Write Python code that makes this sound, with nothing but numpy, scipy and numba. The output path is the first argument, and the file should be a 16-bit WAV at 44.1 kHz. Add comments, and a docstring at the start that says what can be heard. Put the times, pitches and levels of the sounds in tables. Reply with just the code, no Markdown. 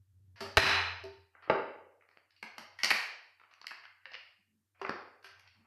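"""Over a faint hum two light cracks, then one hard blow on a cooked crab; its shell is prised and cracked.
The cracks are short bursts of coloured noise; a tray and hollow parts ring as dying sines, and fingers rustle.
The hard-walled store room answers the cracks with wall echoes and a diffuse tail.
The phone microphone is close: hard hits overload it and pull its gain down late,
and a noise suppressor trims the tails before a steady hiss is added."""
import sys
import numpy as np
from scipy import signal
from scipy.fft import rfft, irfft, next_fast_len
from scipy.io import wavfile
from scipy.ndimage import uniform_filter1d, map_coordinates
from numba import njit

SR = 44100
rng = np.random.default_rng(int(sys.argv[2]) if len(sys.argv) > 2 else 0)


def unload_audio(sound):
    """Save the sound as a 16-bit wav file, at the path given as the first command line argument."""
    columns = np.transpose(np.atleast_2d(sound))
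    # keep every value between -1 and 1, then stretch to whole-number steps
    steps = np.round(np.clip(columns, -1, 1) * 32767)
    wavfile.write(sys.argv[1], SR, steps.astype(np.int16))


N = 249606

# The hard blow, claw on shell, and its rebounds.
# Each row: start in seconds, level in dB, room answer against the direct sound in dB, note in Hz.
BLOW_HITS = [(0.571, 8, -7, 2160), (0.575, 5.5, 1, 1820), (0.5799, 3, 10.5, 2200), (0.5833, -2, -0.5, 2081)]
# Colour shared by all cracks and the rustle. Each row: frequency in Hz, relative level in dB.
SHELL_COLOUR = [(60, -24), (150, -10), (1200, 1.5), (2100, 1), (2900, 2), (3400, -5), (4400, -2),
                (5500, 0.5), (8000, 6), (11500, 15), (13400, 0.5)]


def cracks():
    """Each crack is a few ms of splintering noise; the room draws its colour out into a tail."""
    # Shell cracks. Each row: start in seconds, level in dB, time to fall 20 dB in ms, then the tone:
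    # body at 800 Hz in dB, edge at 5 kHz in dB, sizzle at 10 kHz in dB, note of the piece in Hz.
    shell_cracks = [(0.3578, -50.5, 38, -1, -6, -29, 1850), (0.405, -32, 19.4, 11, 0.5, -20, 1850),
                    (1.0384, -46, 6.6, -5, 9.5, -10, 1780), (1.3505, -44, 8, 0.5, -53, -49.5, 1328),
                    (1.4223, -46.5, 30, -3.5, -20.5, -47, 1376), (1.474, -43.5, 12.4, 16, -40.5, -71, 1270),
                    (1.498, -11.5, 7.2, 10, -26, -73.5, 1476), (2.0088, -51, 6.9, -14.5, -42, -39.5, 2460),
                    (2.0229, -47, 3.1, -1, -24, -44, 1245), (2.0886, -47.5, 4.3, 3.5, -12, -38.5, 1847),
                    (2.1121, -54.5, 7.4, 2, -7, -51, 1788), (2.1723, -39.5, 2.4, 3, -6, -55, 1570),
                    (2.3061, -56, 7.8, -30, 1, -40, 1740), (2.363, -55.5, 9.3, -42, 2.5, -40, 2820),
                    (2.4266, -27, 8.2, 1, -10.5, -30, 2060), (2.581, -31, 7.8, 5, -3, -21.5, 2080),
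                    (2.7874, -33, 17.2, -7.5, -8.5, -28.5, 2010), (2.833, -15, 9.2, -1.5, 3.5, -23.5, 2140),
                    (2.8446, -12.5, 5.1, -6, 1, -21, 2060), (2.856, -27, 6, 5, -15, -36, 1850),
                    (2.9045, -9.5, 6.7, -10, -7, -23.5, 1620), (2.9093, -8, 5.2, -5.5, -10, -60, 2370),
                    (2.9137, -3.5, 2.7, -5.5, -21, -29.5, 1806), (3.3971, -47.5, 9.2, -3, -11, -41, 1380),
                    (3.415, -43, 2.3, 5, -22, -63, 1310), (3.436, -45, 2.7, -3, -25.5, -65.5, 1298),
                    (3.45, -52, 1.9, 5.5, -19, -65.5, 1305), (3.5111, -52, 12.7, -3.5, -9, -29.5, 1274),
                    (3.538, -42, 3.1, -19.5, -9.5, -28.5, 1240), (3.6035, -53, 2.3, 10, -18, -46, 1300),
                    (3.6144, -40.5, 4.8, 0, -1, -32, 1224), (3.6432, -34, 3, 3, -22, -45.5, 1230),
                    (3.6682, -24, 3.64, -30, -7, -27.5, 2050), (3.708, -30.5, 6.9, -7, -15, -33, 2610),
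                    (3.7155, -26.5, 3.14, 1.5, -26, -36.5, 1770),
                    (3.8366, -40.5, 9.6, -14.5, -23.5, -35.5, 1527),
                    (3.8534, -33.5, 2.3, -18.5, -24, -55, 1544),
                    (4.032, -55.5, 5.4, -26.5, -44, -58.5, 1580),
                    (4.0551, -29, 4.8, -13, -15.5, -66.5, 1795), (4.064, -35, 3.5, -3, -19.5, -69.5, 1850),
                    (4.1163, -42.5, 10.4, 3.5, 0, -43, 2790), (4.135, -34.5, 4.8, -13, -11, -45.5, 2835),
                    (4.142, -29, 6, -18.5, -10.5, -53, 2870), (4.1518, -24, 1.34, -5, -6.5, -48, 2860),
                    (4.307, -55, 3.9, -6.5, -8, -49.5, 2800), (4.747, -62, 27, 1, -16.5, -45.5, 2380),
                    (4.7949, -53, 12, 3, -13, -58.5, 2400), (4.8146, -28.5, 8.5, 7, -11, -34.5, 1702),
                    (4.8481, -21, 5.7, 0.5, -35, -79, 1460), (4.8649, -27.5, 3.7, -0.5, -13, -57, 1540),
                    (4.8932, -18.5, 5.13, 7.5, -12, -41, 1440), (5.2271, -53.5, 9.6, -6.5, -4, -16, 1380),
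                    (5.243, -39, 16.6, -3, -5, -23.5, 1530), (5.3948, -48, 7.6, -27.5, -3.5, -17, 2150),
                    (5.474, -49, 10, -30, -2, -36, 2134)]
    room_base_db = -1.5
    faint_db, wetter = -34, .05  # fainter cracks sound wetter: room dB gained per dB under this level
    longer_db, usual_ms = 2.5, 6.76  # short cracks are aimed and dry: room dB gained per doubling of length
    upper_hz, upper_scatter = 4550, .03  # the pieces' upper note and its relative spread
    blow_ms, blow_upper_hz = 2, 4000  # the whole shell's upper note
    blow_colour_db = (-6.5, -13.5, -43)  # body, edge, sizzle

    rows = []
    for s, db, ms, *tone in shell_cracks:
        piece_upper_hz = upper_hz * (1 + upper_scatter * rng.standard_normal())
        room_db = room_base_db + wetter * (faint_db - db) + longer_db * np.log2(ms / usual_ms)
        rows.append((s, db, ms, room_db, *tone, piece_upper_hz))
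    for s, db, room_db, note_hz in BLOW_HITS:
        rows.append((s, db, blow_ms, room_db, *blow_colour_db, note_hz, blow_upper_hz))
    rows = np.array(rows)

    t = np.arange(4096) / SR
    hz = np.fft.rfftfreq(len(t), 1 / SR)
    length_s = np.clip(rows[:, 2:3], 1, 60) / 1000
    envelope = amp(-20 * t / length_s) * (1 - np.exp(-t / (.1 * length_s)))
    burst = rng.standard_normal((len(rows), len(t))) * envelope
    colour = np.array([crack_colour(*tone, hz) for tone in rows[:, 4:]])
    snap = levelled(causal(burst, colour), length_s)

    # the tail's colour follows the snap's peaks and notches less strongly
    burst_db = 20 * np.log10(np.abs(rfft(burst)) + .1)
    tail_source = causal(burst, colour - .35 * burst_db)
    walls, tail = room(len(rows))
    answer = signal.fftconvolve(levelled(tail_source, length_s), tail, axes=1)
    answer[:, :len(t) + len(walls) - 1] += signal.fftconvolve(snap, walls[None], axes=1)

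    track = np.zeros(N)
    for (s, db, _, room_db), direct, wet in zip(rows[:, :4], snap, answer):
        add(track, s, amp(db) * direct)
        add(track, s, amp(db + room_db) * wet)
    return track


def crack_colour(body_db, edge_db, sizzle_db, note_hz, upper_hz, hz):
    """Response of a crack in dB: its band levels and the two notes of the piece, over the shell's colour."""
    bass_db = -5 + 1.8 * body_db  # the 280 Hz level swings wider than the body
    bands = along([(280, bass_db), (800, body_db), (2000, 0), (5000, edge_db), (10000, sizzle_db)], hz)
    note = 7 / (1 + ((hz - note_hz) / 150) ** 2)
    upper_note = 8 / (1 + ((hz - upper_hz) / 200) ** 2)
    return bands + note + upper_note + along(SHELL_COLOUR, hz)


def causal(x, db):
    """Rows of x coloured by dB per FFT bin in minimum phase, so nothing rings ahead of the hit."""
    size = 2 * (db.shape[-1] - 1)
    cepstrum = irfft(np.log(amp(db) + 1e-6), size)
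    # fold the cepstrum onto positive time
    cepstrum[:, 1:size // 2] *= 2
    cepstrum[:, size // 2 + 1:] = 0
    return irfft(rfft(x, size) * np.exp(rfft(cepstrum)), size)


def levelled(x, length_s):
    """Rows scaled so that energy in the 1.2-3.5 kHz band goes with their length."""
    band_filter = signal.butter(2, [1200, 3500], "band", fs=SR, output="sos")
    band = signal.sosfilt(band_filter, x)
    return x / np.linalg.norm(band, axis=1, keepdims=True) * np.sqrt(length_s * SR) * 0.24


def room(count):
    """Answers of the room: wall echoes, then a diffuse tail in which each frequency dies at its own speed."""
    # Decay of the tail. Each row: frequency in Hz, time to fall 60 dB in seconds.
    decay = [(60, 0.092), (200, 0.39), (500, 0.78), (1200, 0.61), (3000, 0.63), (5000, 0.61), (9000, 0.5),
             (13000, 0.4)]
    # First echoes off the walls. Each row: delay in seconds, level in dB.
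    first_echoes = [(.0095, -10.5), (0.0126, -7.5), (0.018, -14.5), (.024, -22)]
    hz, age, z = signal.stft(rng.standard_normal((count, SR)), SR, nperseg=256, noverlap=128)
    fading = z * amp(-60 * age / along(decay, hz)[:, None])
    tail = signal.istft(fading, SR, nperseg=256, noverlap=128)[1][:, :SR]
    # the diffuse field builds up gradually from 7 ms on
    since_onset = np.maximum(np.arange(SR) / SR - .007, 0)
    tail = tail * (1 - np.exp(-since_onset / 0.0072)) * amp(-30)
    walls = np.zeros(SR // 20)
    for delay, db in first_echoes:
        walls[round(delay * SR)] = amp(db)
    return walls, tail


def body():
    """Short dull notes of the hollow parts, and the notes that linger after the hard blow, as dying modes."""
    # Hollow parts of the crab answer some cracks. Each row: start in seconds, level in dB, note in Hz.
    thumps = [(2.428, -49, 220), (2.582, -49, 216.4), (2.836, -45.5, 208), (2.908, -39, 224),
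              (3.708, -79, 230), (4.06, -56.5, 553), (4.14, -54.5, 524), (4.893, -43, 219)]
    # The struck shell's lingering notes. Each row: note in Hz, level in dB.
    dome = [(1770, -34), (2110, -37.5), (4040, -37.5)]
    track = np.zeros(N)
    for s, db, hz in thumps:
        add(track, s, ring(hz, db, t60=.19, rise=.0045, blur=9.2))
    for hz, db in dome:
        add(track, BLOW_HITS[0][0], ring(hz, db, t60=.7, rise=.03, blur=25))
    return track


def tray():
    """Knocks ring the tray's modes; the hard blow also shakes something big and low."""
    # Knocks on the tray. Each row: start in seconds, level in dB, brightness in dB per octave, rise in ms.
    knocks = [(0.41, -34, -3, 5), (0.574, -16.5, 4.5, 2), (1.035, -34, -11, 9), (1.499, -22.5, 1.5, 1.4),
              (4.815, -36, -14.5, 1.23), (5.242, -55.5, -9.5, 4.3)]
    # Modes of the tray. Each row: frequency in Hz, relative level in dB, time to fall 60 dB in seconds.
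    modes = [(394.6, -2, 0.39), (653, -1, 0.23), (871, 1, 0.046), (903, -10.5, 0.6), (1400, -16, 0.44)]
    track = np.zeros(N)
    for s, db, tilt_db, rise_ms in knocks:
        for hz, mode_db, t60 in modes:
            octave = np.log2(hz / modes[0][0])
            level_db = db + mode_db + tilt_db * octave + rng.normal(0, 2)
            add(track, s, ring(hz, level_db, t60, rise_ms / 1000, blur=5))
    blow_s = BLOW_HITS[0][0]
    add(track, blow_s, ring(hz=87.3, db=-22, t60=.9, rise=.15, blur=1))
    # the thud of the whole body under the blow
    add(track, blow_s, ring(hz=105, db=-11, t60=.2, rise=.002, blur=12))
    return track


def rustle():
    """Fingers slide on the shell: lumpy noise in the shell's colour, each stroke rising, holding and fading."""
    # Fingers on the shell. Each row: start in seconds, length of the hold in seconds, level in dB.
    strokes = [(1.33, 0.052, -69), (1.9, 0.82, -84.5), (3.417, 0.21, -71.5), (4.761, 0.069, -86),
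               (5.354, 0.37, -73)]
    rise_s, fall_s = 0.02, 0.073
    t = np.arange(N) / SR
    level = np.zeros(N)
    for s, hold_s, db in strokes:
        corners = np.cumsum([s, rise_s, hold_s, fall_s])
        level += amp(db) * np.interp(t, corners, [0, 1, 1, 0])
    skin = [(300, 5), (900, 18.0), (3000, 7.5), (6000, -20.5), (7500, -58)]  # Hz, dB
    noise = filtered(rng.standard_normal(N), lambda hz: amp(along(SHELL_COLOUR, hz) + along(skin, hz)))
    lumps = amp(3 * wobble(60) + 2.5 * wobble(15))
    return level * unit(noise * lumps)


def background():
    """A hum of two phase-wandering tones with a fringe of noise, and a few faint low tones."""
    # Level of the hum over time. Each row: time in seconds, level in dB.
    hum_level = [(0, -60.5), (.054, -72.5), (.156, -60.5), (.43, -58), (1.22, -68.5), (1.36, -91),
                 (1.55, -67.5), (2.05, -90), (2.9, -74), (3.25, -89), (4.7, -84), (4.9, -69), (5.2, -86),
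                 (5.35, -71), (5.66, -73.5)]
    # Colour of the noise fringe. Each row: frequency in Hz, relative level in dB.
    fringe_colour = [(20, -46), (60, -37.5), (80, -7.5), (94, 11.5), (110, -10.5), (130, -27), (300, -49),
                     (500, -65.5)]
    # Faint soft tones. Each row: middle in seconds, frequency in Hz, level in dB, length in seconds.
    low_tones = [(4.402, 208, -75.5, 0.028), (4.553, 221.4, -75.5, 0.16), (5.611, 226, -69, 0.084)]
    fringe = unit(filtered(rng.standard_normal(N), lambda hz: amp(along(fringe_colour, hz))))
    hum = wavering(hz=94, blur=4) + amp(-9) * wavering(hz=106, blur=5) + amp(-7) * fringe
    t = np.arange(N) / SR
    tones = np.zeros(N)
    for s, hz, db, length_s in low_tones:
        swell = np.exp(-((t - s) / (length_s / 2)) ** 2)
        tones += amp(db) * swell * wavering(hz, blur=12)
    return amp(curve(hum_level)) * hum + tones


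def ring(hz, db, t60, rise, blur):
    """One dying mode, t60 and rise in seconds, whose phase wanders by blur radians (rms) in a second."""
    t = np.arange(SR) / SR
    wander = blur * np.cumsum(rng.standard_normal(SR)) / np.sqrt(SR)
    return amp(db - 60 * t / t60) * (1 - np.exp(-t / rise)) * np.sin(2 * np.pi * hz * t + wander)


def wavering(hz, blur):
    """A tone of rms 1 whose phase wanders by blur radians (rms) in a second."""
    wander = blur * np.cumsum(rng.standard_normal(N)) / np.sqrt(SR)
    return np.sqrt(2) * np.sin(2 * np.pi * hz * np.arange(N) / SR + wander)


def wobble(rate):
    """A smooth random curve, rate knots a second."""
    return map_coordinates(rng.standard_normal(int(N * rate / SR) + 4), [np.arange(N) * rate / SR])


def amp(db):
    """Gain of a level in dB."""
    return 10 ** (np.asarray(db) / 20)


def unit(x):
    """Each row at rms 1."""
    return x / np.sqrt(np.mean(x ** 2, axis=-1, keepdims=True) + 1e-30)


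def along(points, hz):
    """(Hz, value) points read off on a log frequency axis."""
    f, v = np.transpose(points)
    return np.interp(np.log(hz + 1), np.log(f + 1), v)


def curve(rows):
    """A level in dB for each sample, silent outside the rows."""
    s, db = np.transpose(rows)
    return np.interp(np.arange(N) / SR, s, db, left=-200, right=-200)


def filtered(x, response):
    """x times a response of frequency."""
    m = next_fast_len(N + SR // 2)
    return irfft(rfft(x, m) * response(np.fft.rfftfreq(m, 1 / SR)), m)[..., :N]


def add(track, s, sound):
    """Mix a sound in at s seconds."""
    part = track[round(s * SR):][:len(sound)]
    part += sound[:len(part)]


def scene():
    """All sources at the one microphone."""
    return (cracks() + body() + tray() + rustle() + background())[None]


@njit
def follow(x, up, down):
    """Peak level of x, rising and falling at their own speeds."""
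    level = np.zeros(len(x))
    for i in range(1, len(x)):
        step = abs(x[i]) - level[i - 1]
        level[i] = level[i - 1] + step * (up if step > 0 else down)
    return level


def squeeze(level, knee_db):
    """Gain that holds a level down to the knee."""
    return 1 / (1 + (level / amp(knee_db)) ** 4) ** (1 / 4)


def suppress(x):
    """Noise suppression: cells that sink towards the quiet threshold are turned down, so tails end early."""
    # What the suppressor takes for noise. Each row: frequency in Hz, level in dB a bin.
    threshold = [(150, -100), (500, -95.5), (2000, -99.5), (5000, -102), (9000, -96.5)]
    hz, _, z = signal.stft(x, SR, nperseg=512, noverlap=384)
    over_time = uniform_filter1d(np.abs(z) ** 2, size=9, axis=-1)
    power = np.abs(uniform_filter1d(over_time, size=3, axis=-2))
    quiet = amp(along(threshold, hz))[:, None] ** 2 * (hz[:, None] > 130)  # the lowest bass is left alone
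    kept = z * power / (power + quiet + 1e-30)
    return signal.istft(kept, SR, nperseg=512, noverlap=384)[1][..., :N]


def record(dry):
    """Overload clips the peaks and starves the downward swings; the gain control reacts late."""
    # The microphone's treble step. Each row: frequency in Hz, gain in dB.
    treble_step = [(5600, -2), (6900, -12), (8000, -10.5), (13000, -8.5)]
    # The recorder's own hiss. Each row: frequency in Hz, relative level in dB.
    hiss_colour = [(180, -35.5), (300, -4), (509, -19.5), (713, -18.5), (1870, -15), (2050, -19),
                   (13800, -18.5)]
    top_hz = 13980  # nothing is kept from here up
    clipped = dry / (1 + np.abs(dry / .4) ** 4) ** (1 / 4)
    # follower time constants in seconds, times SR
    strain = follow(dry[0], 1 / (.006 * SR), 1 / (.05 * SR))
    lopsided = clipped * np.where(dry > 0, 1, squeeze(strain, knee_db=-22))
    level = follow(dry[0], 1 / (.004 * SR), 1 / (.008 * SR))
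    late = np.pad(level, (round(.012 * SR), 0))[:N]
    bass_cut = signal.butter(2, 70, "high", fs=SR, output="sos")
    cut = signal.sosfilt(bass_cut, lopsided * squeeze(late, knee_db=-19.5))
    coloured = filtered(cut, lambda hz: amp(along(treble_step, hz)))
    hiss = unit(filtered(rng.standard_normal(N), lambda hz: amp(along(hiss_colour, hz))))
    return filtered(suppress(coloured) + amp(-87) * hiss, lambda hz: hz < top_hz)


dry = scene()
out = record(dry)
unload_audio(out)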